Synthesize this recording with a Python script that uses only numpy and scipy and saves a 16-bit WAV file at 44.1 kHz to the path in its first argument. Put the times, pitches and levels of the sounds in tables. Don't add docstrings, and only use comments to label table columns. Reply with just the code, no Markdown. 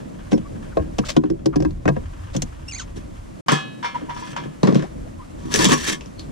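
import sys
import numpy as np
from scipy import signal
from scipy.fft import rfft, irfft, next_fast_len
from scipy.io import wavfile
from scipy.ndimage import uniform_filter1d

SR = 44100
rng = np.random.default_rng(int(sys.argv[2]) if len(sys.argv) > 2 else 0)


def wav_record(signal):
    frames = np.transpose(np.atleast_2d(signal))
    bounded = np.clip(frames, -1, 1)
    quanta = np.round(bounded * 32767).astype(np.int16)
    wavfile.write(sys.argv[1], SR, quanta)


N = 278271
TIME = np.arange(N) / SR
RING_TIME = TIME[:SR]
TOP_HZ = 15800
HAMMER_LIFTS_S = 3.3

# frequency in Hz, level in dB, t60 in seconds.
DECK_MODES = [(151.9, -1.5, 0.23), (185.4, 4.5, 0.092), (233, 4, 0.13)]
MOUNT_MODES = [(308.5, 2, 0.12), (369.3, -10, 0.16)]
# frequency in Hz, spectral density in dB.
CRASH_SPECTRUM = [(290, -16), (500, -4), (610, -9.5), (823, -4.5), (962, 2), (1390, -3), (1750, 1),
                  (1960, -11), (3230, -6), (4050, -21), (4290, -20), (6120, -18), (15000, -48.5)]


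def undb(db):
    return 10 ** (np.asarray(db) / 20)


def unit(x):
    return x / np.sqrt(np.mean(x ** 2))


def add(out, s, x):
    i = int(s * SR)
    out[:, i:i + x.shape[1]] += x[:, :N - i]


def colour(x, points):
    hz, db = np.transpose(points)
    size = next_fast_len(x.shape[-1])
    f = np.maximum(np.fft.rfftfreq(size, 1 / SR), 1)
    gain = undb(np.interp(np.log(f), np.log(hz), db))
    return irfft(rfft(x, size) * gain, size)[..., :x.shape[-1]]


def noise(points, size):
    return unit(colour(rng.standard_normal((2, size)), points))


def walk(rate_hz):
    k = int(SR / rate_hz)
    steps = np.repeat(rng.standard_normal(N // k + 2), k)
    return 1.1 * uniform_filter1d(uniform_filter1d(steps, k), k)[:N]


def fade(t60, rise, t=RING_TIME):
    return (1 - np.exp(-t / max(rise, 1 / SR))) * np.exp(-np.log(1000) * t / max(t60, 1 / SR))


def ring(modes, rise, detune, echo_s=0.001037, stray_rad=0.53):
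    out = 0
    for (hz, db, t60), (load, path) in zip(modes, rng.standard_normal((len(modes), 2))):
        omega = 2 * np.pi * hz * (1 + detune * load)
        phases = [omega * RING_TIME, omega * (RING_TIME - echo_s) + stray_rad * path]
        out = out + undb(db) * fade(t60, rise) * np.sin(phases)
    return out


def burst(points, t60, rise, tail_db, tail_t60):
    t = RING_TIME[:SR // 2]
    return noise(points, len(t)) * (fade(t60, rise, t) + undb(tail_db) * fade(tail_t60, rise, t))


def peaked(points, hz, boost_db, octaves):
    grid = np.geomspace(100, TOP_HZ, num=60)
    known_hz, db = np.transpose(points)
    hump = boost_db * np.exp(-(np.log2(grid / hz) / octaves) ** 2)
    return np.column_stack([grid, np.interp(np.log(grid), np.log(known_hz), db) + hump])


def hardened(points, hz, knee_hz=4800, slope_db=5):
    tilt_db = slope_db * np.log2(hz / knee_hz)
    return [(f, db + tilt_db * max(np.log2(f / knee_hz), 0)) for f, db in points]


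def favoured(modes, centre_hz, db_per_octave):
    return [(hz, db - db_per_octave * abs(np.log2(hz / centre_hz)), t60) for hz, db, t60 in modes]


def slips(per_s=3200, spread_db=3.8):
    when = rng.random(N) < per_s / SR
    size = undb(spread_db * np.minimum(rng.exponential(size=N), 3))
    return unit(when * size * rng.choice([-1, 1], (2, N)))


def pull(length, build_db, attack_s=0.003, release_t60=0.087):
    t = RING_TIME
    tension_db = build_db * (np.minimum(t / length, 1) - 1)
    release = np.exp(-np.log(1000) * np.maximum(t - length, 0) / release_t60)
    return (1 - np.exp(-t / attack_s)) * undb(tension_db) * release


def rubbed(modes, force):
    response = unit(ring(modes, rise=0.00077, detune=0.0006)) / np.sqrt(SR)
    return signal.fftconvolve(slips()[:1] * force, response, axes=1)[:, :N]


def hull():
    # frequency in Hz, spectral density in dB.
    spectrum = [(12, -37), (20, -3), (87, -5), (328, -15), (398, -26), (571, -25.5), (818, -29),
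                (1020, -26.5), (1510, -31.5), (1730, -31.5), (4310, -39.5), (7300, -40.5), (10200, -46),
                (13100, -54.5), (15000, -71)]
    # time in seconds, relative level in dB.
    rumble_levels = [(0.0, -48.5), (0.84, -38), (1.44, -42.5), (1.67, -35), (2.74, -40.5), (3.22, -41.5),
                     (3.4, -47), (3.47, -70), (3.76, -67), (4.02, -50), (4.59, -53.5), (5.01, -40.5),
                     (6.12, -46.5), (6.31, -40.5)]
    murmur_levels = [(0, -40.5), (1.2, -39), (2.4, -45), (3.3, -42.5), (3.9, -40.5), (4.2, -39.5),
                     (4.9, -41), (5.35, -43.5), (6.31, -42)]
    bands = [signal.butter(4, edges_hz, "bandpass", fs=SR, output="sos")
             for edges_hz in [(18, 110), (125, 650), (650, 15000)]]
    rumble, murmur, hiss = (unit(signal.sosfilt(band, noise(spectrum, N))) for band in bands)
    dip_db = np.interp(TIME, [1.19, 2.19], [8, 0], left=0)
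    out = (rumble * undb(np.interp(TIME, *np.transpose(rumble_levels)) + 4.5 + 1.96 * walk(14))
           + murmur * undb(np.interp(TIME, *np.transpose(murmur_levels)) + 3 * walk(18))
           + hiss * undb(-53.5 - dip_db + walk(37)))
    thud = ring([(75, -7, 0.071)], rise=0.0052, detune=0.02)
    add(out, 0.8, thud)
    return out


def handling(ticks_per_s=14, spread_db=4, level_db=-50):
    out = np.zeros((2, N))
    for when, size in rng.random((int(ticks_per_s * HAMMER_LIFTS_S), 2)):
        tick = burst(CRASH_SPECTRUM, 0.067, rise=0.00089, tail_db=-5, tail_t60=0.24)
        add(out, when * HAMMER_LIFTS_S, undb(level_db + spread_db * (2 * size - 1.5)) * tick)
    return out


def creaks(overtone_db_per_octave=-21):
    # centre time in seconds, pitch in Hz, glide in Hz per second, linewidth in Hz,
    # length in seconds, level in dB.
    axle_slips = [(0.345, 5500, 0, 380, 0.024, -43), (0.463, 1140, -4, 19, 0.016, -40),
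                  (0.729, 1470, 0, 400, 0.012, -42), (1.041, 1170, 30000, 320, 0.0088, -32),
                  (1.542, 1144, 0, 710, 0.016, -32.5), (3.96, 973, -900, 10, 0.015, -21),
                  (4.109, 967, -900, 13, 0.022, -21.5), (4.84, 607, 12996, 81, 0.023, -33),
                  (5.06, 553, 8000, 170, 0.032, -42.5), (5.206, 1013, -4000, 18, 0.018, -37),
                  (5.228, 1214, 7000, 140, 0.019, -44), (6.2, 4370, -2, 160, 0.019, -39)]
    out = np.zeros((2, N))
    for s, hz, glide, width_hz, length, db in axle_slips:
        t = np.arange(-2 * length, 2 * length, 1 / SR)
        drift = np.cumsum(rng.standard_normal(len(t))) * np.sqrt(np.pi * width_hz / SR)
        phase = 2 * np.pi * (hz + glide * t / 2) * t + uniform_filter1d(drift, size=24)
        note = sum(undb(overtone_db_per_octave * np.log2(k)) * np.sin([k * phase, k * (phase + 1)])
                   for k in range(1, 4))
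        add(out, s - 2 * length, undb(db) * np.exp(-2 * (t / length) ** 2) * note)
    return out


def scrapes():
    # start in seconds, length in seconds, final level in dB, build-up in dB.
    slides = [(0.308, 0.011, -40, 10), (1.047, 0.032, -36, 4), (1.084, 0.018, -26, 4),
              (2.332, 0.019, -39, 8)]
    # frequency in Hz, spectral density in dB.
    spectrum = [(300, -5), (450, -7), (590, 8.5), (720, -9), (1100, -1), (2300, -2.5), (3300, 1.5),
                (5800, -2), (7500, -6), (9500, -18), (11500, -24), (15000, -30)]
    force = np.zeros((1, N))
    for start, length, db, build_db in slides:
        add(force, start, undb([[db]]) * pull(length, build_db))
    return force * unit(colour(slips(), spectrum))


def squeak(smooth_hz=2500, jitter=0.027, attack_s=0.0054, release_s=0.062):
    # time in seconds, slip rate in Hz.
    slip_rates = [(2.68, 2740), (2.692, 2690), (2.706, 2900), (2.716, 2650), (2.724, 2330), (2.741, 2050),
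                  (2.752, 2130), (2.762, 2400), (2.774, 2480), (2.797, 1690), (2.83, 1000), (2.86, 750)]
    # frequency in Hz, gain in dB.
    body = [(500, -8), (1100, 8), (2300, 0), (3600, 4.5), (4300, 2.5), (5000, -4), (5400, 6.5), (5800, -11),
            (6250, 10.5), (6900, 3.5), (7500, -12), (8200, -4.5), (8700, -15), (14000, -54)]
    s, hz = np.transpose(slip_rates)
    rate = np.interp(TIME, s, hz)
    rough = (smooth_hz / rate) ** 2
    phase = 2 * np.pi * np.cumsum(rate * (1 + jitter * rough * walk(900))) / SR
    harmonics = sum(np.sin([k * phase, k * (phase + 1)]) * (k * rate < TOP_HZ) for k in range(1, 8))
    rasp = undb(-11.5) * np.minimum(rough, 3) * noise(body, N)
    envelope = np.clip((TIME - s[0]) / attack_s, 0, 1) * np.clip((s[-1] - TIME) / release_s, 0, 1) ** 2
    return (colour(harmonics, body) + rasp) * envelope * undb(-40.5 + 4.2 * walk(230))


def bracket():
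    # start in seconds, level in dB.
    blows = [(0.7713, -19), (1.88, -24)]
    # frequency in Hz, level in dB, t60 in seconds.
    modes = [(308.6, -6, 0.28), (457, -3, 0.15), (647, 4.5, 0.087), (1080, -9, 0.14), (1630, -26, 0.31)]
    out = np.zeros((2, N))
    for s, db in blows:
        add(out, s, undb(db) * ring(modes, rise=0.00072, detune=0.0018))
    return out


def knocks(cut_hz=122):
    # start in seconds, deck level in dB and centre in Hz, mount level in dB,
    # clack level in dB and centre in Hz, tick level in dB and centre in Hz. Levels are relative.
    blows = [(0.319, -22.5, 227, -23, -20, 560, -37, 3180),
             (0.329, -16.5, 202, -21.5, -16.5, 526, -36, 2200),
             (0.378, -27.5, 174, -37, -34, 500, -45.5, 2900),
             (0.77, -28, 167, -24.5, -18, 526, -43.5, 4050), (0.796, -30.5, 157, -30, -32, 660, -68, 2500),
             (0.9835, -43, 176, -36, -31, 990, -31.5, 5370), (0.987, -20, 173, -30, -18.5, 600, -32, 2760),
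             (1.1651, -16, 213, -15, -17, 800, -28.5, 3430),
             (1.237, -26, 200, -21, -28.5, 755, -51.5, 4070),
             (1.3, -24, 171, -17.5, -28.5, 455, -45.5, 5300), (1.458, -21, 160, -17, -20.5, 560, -32, 4700),
             (1.558, -19, 145, -17.5, -23, 750, -35.5, 5170), (1.602, -21, 149, -22, -29.5, 660, -45, 5200),
             (1.623, -33, 160, -30, -26.5, 520, -43, 5400), (1.649, -24, 168, -20, -25, 1030, -45.5, 4360),
             (1.707, -30.5, 163, -45, -59, 1600, -53, 4200),
             (1.855, -17.5, 174, -24, -17.5, 750, -43, 1700),
             (1.878, -18.5, 158, -22.5, -16, 1400, -37, 2000),
             (1.887, -18.5, 161, -23.5, -15.5, 710, -37, 4130), (1.964, -30, 206, -45, -24, 665, -55, 2220),
             (2.349, -21.5, 170, -29, -26.5, 574, -45, 4020),
             (2.364, -24.5, 163, -36, -35, 543, -29.5, 6400), (2.42, -30, 198, -43, -30.5, 660, -25, 6800),
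             (3.4837, -28, 215, -38, -48, 1700, -23.5, 5100), (3.519, -16, 161, -30, -27.5, 990, -20, 7800),
             (4.017, -40, 240, -35, -45, 506, -64, 2410), (4.457, -28, 152, -53, -50, 910, -59, 2500),
             (4.6315, -13, 187, -29, -26, 820, -25, 4250), (4.6717, -26, 171, -35, -31, 1300, -30.5, 4620),
             (4.674, -13, 184, -20.5, -24, 516, -31, 3500), (4.7246, -18.5, 197, -32, -38, 576, -37, 1700),
             (4.746, -29, 186, -36, -37, 1600, -28.5, 4170),
             (4.7549, -14.5, 174.5, -27, -34.5, 570, -30, 3000),
             (4.794, -29, 163, -32, -38.5, 1610, -38, 1750),
             (4.823, -32, 186, -36, -39.5, 1650, -36.5, 1700),
             (5.54, -28, 173, -43, -30.5, 1730, -12.5, 5900),
             (5.559, -43, 179, -45, -36, 1750, -16.5, 9800),
             (5.59, -23.5, 160, -24, -26.5, 1070, -18, 4630), (5.627, -28, 174, -39, -35, 1100, -33, 3400),
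             (5.644, -30, 176, -44, -26.5, 1140, -13, 7200),
             (5.6534, -14.5, 184.6, -34, -45, 1100, -11.5, 3400),
             (5.6865, -29, 172, -37, -29.5, 1100, -23.5, 7400),
             (5.709, -20.5, 217, -23, -25.5, 1140, -18, 2600),
             (5.719, -26, 200, -32, -30.5, 1200, -20, 6900), (5.876, -34, 180, -43, -37, 1750, -27, 5500),
             (6.009, -55, 238, -64, -48, 1020, -36.5, 2560),
             (6.059, -37.5, 173, -53, -60, 1000, -44.5, 5700),
             (6.194, -47, 181, -61, -52, 1010, -34.5, 4280)]
    # frequency in Hz, spectral density in dB.
    tick_spectrum = [(700, -20), (1700, -2.5), (3300, 5), (4600, 0), (5600, 4.5), (7200, -1), (9000, -10),
                     (12000, -18.5), (16000, -30)]
    clack_spectrum = [(200, -16), (400, 9.5), (520, -1), (680, -6.5), (850, -13), (1050, -0.5), (1380, -13),
                      (1700, -10.5), (2600, -17), (6000, -62)]
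    # frequency in Hz, level in dB, t60 in seconds.
    board_modes = [(453, -1, 0.12), (527, 3.5, 0.076), (668, -4, 0.052), (742, -5.5, 0.075),
                   (980, -8.5, 0.11), (987, -11, 0.039), (1110, -5, 0.062), (1260, -12, 0.062),
                   (1560, 0.5, 0.062), (1834, 4, 0.032), (2135, 1, 0.04), (2530, 1, 0.051)]
    shove_modes = [(276, 0, 0.019), (428, -6.5, 0.015)]
    out = np.zeros((2, N))
    for s, deck_db, deck_hz, mount_db, clack_db, clack_hz, tick_db, tick_hz in blows:
        tick_t60, clack_t60, tail_t60 = (0.043, 0.0151, 0) if s < HAMMER_LIFTS_S else (0.0084, 0.19, 0.22)
        tick = hardened(peaked(tick_spectrum, tick_hz, boost_db=9, octaves=0.22), tick_hz)
        clack = peaked(clack_spectrum, clack_hz, boost_db=7, octaves=0.46)
        boards = favoured(board_modes, clack_hz, db_per_octave=11)
        deck = favoured(DECK_MODES, deck_hz, db_per_octave=22)
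        tail = dict(tail_db=-15, tail_t60=tail_t60)
        add(out, s, undb(tick_db + 5) * burst(tick, tick_t60, rise=0.00037, **tail))
        add(out, s, undb(clack_db + 3.5) * burst(clack, clack_t60, rise=0.00083, **tail))
        add(out, s, undb(clack_db) * ring(boards, rise=0.0013, detune=0.033))
        add(out, s + 0.0012, undb(mount_db + 8) * ring(MOUNT_MODES, rise=0.0073, detune=0.04))
        add(out, s + 0.00094, undb(deck_db + 6.5) * ring(shove_modes, rise=0.00063, detune=0.032))
        add(out, s + 0.0019, undb(deck_db + 6.5) * ring(deck, rise=0.0033, detune=0.05))
    return signal.sosfilt(signal.butter(5, cut_hz, "highpass", fs=SR, output="sos"), out)


def clanks():
    # start in seconds, relative groove and wheel levels in dB, place from 0 (rim)
    # to 1 (groove), crash level in dB, crash t60 in seconds.
    blows = [(3.4831, -25, -23.5, 0.24, -18.5, 0.26), (3.519, -24, -24.5, 0.085, -33, 0.34),
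             (3.827, -24.5, -33, 0.79, -34.5, 0.09), (3.844, -21.5, -28, 1, -29, 0.17),
             (3.945, -30, -42.5, 0.97, -41.5, 0.46), (4.094, -23.5, -41, 0.98, -38, 0.25),
             (4.163, -29.5, -40.5, 0.42, -42, 0.18), (4.223, -29, -41, 0.3, -50, 0.12),
             (4.271, -52, -43.5, 0.28, -43, 0.092), (4.33, -46, -64, 0.99, -35.5, 0.042),
             (4.3627, -25, -33.5, 0.73, -29.5, 0.12), (4.436, -53, -59, 0.16, -40, 0.074)]
    # frequency in Hz, t60 in seconds, levels in dB when struck on the rim and in the groove.
    wheel_modes = [(774, .35, -4, -12), (1063, .5, -9, -11), (1138, .28, -1, -7), (1236, .3, 1, -10),
                   (1329, .6, -9, -11), (1385, .12, -4, 1), (1617, .2, -6, -1), (1706, .52, 2.5, -9),
                   (1730, .3, 0, -10), (1800, .12, 2, -8), (1950, .12, -4, -4), (2080, .25, 0, -6),
                   (2121, .33, -14, -2), (2331, .3, -16, 0), (2466, .3, -3, -14), (2545, .7, -4.5, -22),
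                   (2620, .4, -18, -14), (2799, .44, -11, -18), (2904, .85, -10, -20), (3122, .6, -11, -16),
                   (3250, .42, -8, -13), (3318, .42, -5, -15), (3375, .48, -5, -17), (3510, .24, -4, -9),
                   (3580, .2, -10, -3), (3838, .68, -9, -25), (3892, .22, -16, -11), (4145, .2, -16, -12),
                   (4280, .7, -17, -25), (4360, .22, -5, -14), (4430, .23, -7, -9), (4770, .25, -6, -17),
                   (4985, .28, -13, -23), (5340, .18, -9, -10), (5540, .26, -9, -11), (5712, .32, -13, -21),
                   (6050, .25, -11, -20), (6240, .25, -10, -21)]
    # frequency in Hz, level in dB, t60 in seconds.
    groove_modes = [(940, -7, 0.1), (972, 1.5, 0.19), (998, -3, 0.11), (1065, -10, 0.14)]
    out = np.zeros((2, N))
    for s, groove_db, wheel_db, place, crash_db, crash_t60 in blows:
        modes = [(hz, np.interp(place, [0, 1], [rim, groove]), t60) for hz, t60, rim, groove in wheel_modes]
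        add(out, s, undb(crash_db) * burst(CRASH_SPECTRUM, crash_t60, rise=0.00079, tail_db=-13, tail_t60=0.4))
        add(out, s, undb(groove_db - 2) * ring(groove_modes, rise=0.0043, detune=0.012))
        add(out, s, undb(wheel_db - 4) * ring(modes, rise=0.005, detune=0.00035))
    return out


def cable(chatter_db=3.3):
    # time in seconds, then relative levels in dB of strands, pulley and deck.
    haul = [(5.37, -61, -57, -58), (5.42, -53.5, -54, -38), (5.49, -53.5, -48, -31),
            (5.527, -32.5, -36.5, -42), (5.549, -24.5, -31, -29), (5.58, -32.5, -35, -22),
            (5.61, -22.5, -30, -23.5), (5.655, -19.5, -27, -23), (5.678, -41, -45, -27),
            (5.703, -26, -31, -26.5), (5.724, -22, -23, -21.5), (5.768, -36, -42, -35),
            (5.848, -28.5, -50, -43), (5.868, -31.5, -43, -47), (5.884, -23.5, -41, -32.5),
            (5.936, -31.5, -47, -33.5), (5.968, -49, -61, -50), (6.0, -80, -72, -64)]
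    # start and length in seconds, final level in dB, build-up in dB,
    # guide level relative to the strands in dB, deck level in dB.
    short_pulls = [(2.957, 0.018, -42, 10, -7, -27), (4.141, 0.07, -51, -0.5, 3.5, -39),
                   (4.245, 0.075, -44.5, 6, -1, -53)]
    # frequency in Hz, spectral density in dB.
    strand_spectrum = [(120, -41), (200, -19), (340, 5.5), (450, 0.5), (620, -7.5), (820, -8.5),
                       (1000, 0.5), (1450, -4.5), (1780, 5.5), (2150, -2.5), (3400, 1), (4150, -2.5),
                       (5100, -4.5), (5700, -1.5), (7400, -5.5), (10000, -10.5), (15000, -27)]
    # frequency in Hz, level in dB, t60 in seconds.
    guide_modes = [(1590, -5, .06), (1720, 3, .09), (1790, 3, .07), (1900, -2, .06), (2130, -3, .07),
                   (2375, -3, .06), (2692, -2, .09), (3114, -1, .09), (3320, -2, .08), (3510, -3, .06),
                   (3714, -3, .06), (3895, -4, .06), (4447, -2.5, .09), (4750, -4, .06), (5500, 0, .07),
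                   (5620, -3, .05), (5846, -1, .1), (6029, -1, .08), (6220, -4, .05), (6691, -2, .05),
                   (7240, -2, .05), (7780, -5, .06), (8650, -9, .06), (9700, -10, .05)]
    pulley_modes = [(978, 1, .11), (1034, -4, .08), (1112, 0, .13), (1231, -5, .09)]
    s, *levels = np.transpose(haul)
    rub, pulley, shake = (undb(np.interp(TIME, s, db, left=-120, right=-120)) for db in levels)
    force = np.array([rub * undb(-1.5), rub * undb(-1.5), shake])
    for start, length, db, build_db, ring_db, deck_db in short_pulls:
        add(force, start, undb([[db], [db + ring_db], [deck_db]]) * pull(length, build_db))
    strands, guide, deck = force * undb(chatter_db * walk(102))
    rasp = strands * unit(colour(slips(), strand_spectrum))
    return (rasp + rubbed(guide_modes, guide) + rubbed(pulley_modes, pulley)
            + rubbed(DECK_MODES + MOUNT_MODES, deck))


def microphone(sound, lean, focus):
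    # frequency in Hz, side minus mid level in dB.
    width = [(30, -30), (70, -13), (120, -14), (200, 2.5), (350, 4), (650, 9.5), (1100, 4), (2400, -1),
             (4400, -6.5), (8100, 2), (15000, -1.5)]
    direct, scatter = sound
    quadrature = np.imag(signal.hilbert(direct, next_fast_len(N)))[:N]
    aimed = focus * quadrature + np.sqrt(1 - focus ** 2) * scatter
    side = colour(scatter + colour(aimed - scatter, [(1500, -4), (5000, -30)]), width)
    half_lean = np.array(lean) * [1, .5]
    return np.array([colour(direct + side, half_lean), colour(direct - side, half_lean * [1, -1])])


def scene():
    # frequency in Hz, left minus right in dB.
    knock_lean = [(100, -3), (300, 2), (550, 7.5), (1000, 1), (2000, 2), (4000, 1), (8000, 1)]
    lean = [(100, -0.5), (300, 0), (520, 4.5), (1000, -2), (2000, 1), (4000, -1), (8000, -1)]
    return (microphone(knocks() + bracket() + scrapes() + handling() + squeak(), knock_lean, focus=0.99)
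            + microphone(clanks() + cable() + creaks(), lean, focus=1.0)
            + microphone(hull(), lean, focus=0.33))


def record(dry):
    gap = (3.409, 3.462)
    live = (TIME < gap[0]) | (TIME > gap[1])
    gate = uniform_filter1d(1. * live, size=128)
    lowpass = signal.ellip(8, .2, 70, TOP_HZ, fs=SR, output="sos")
    return signal.sosfilt(lowpass, np.clip(dry * gate, -1, 1))


dry = scene()
out = record(dry)
wav_record(out)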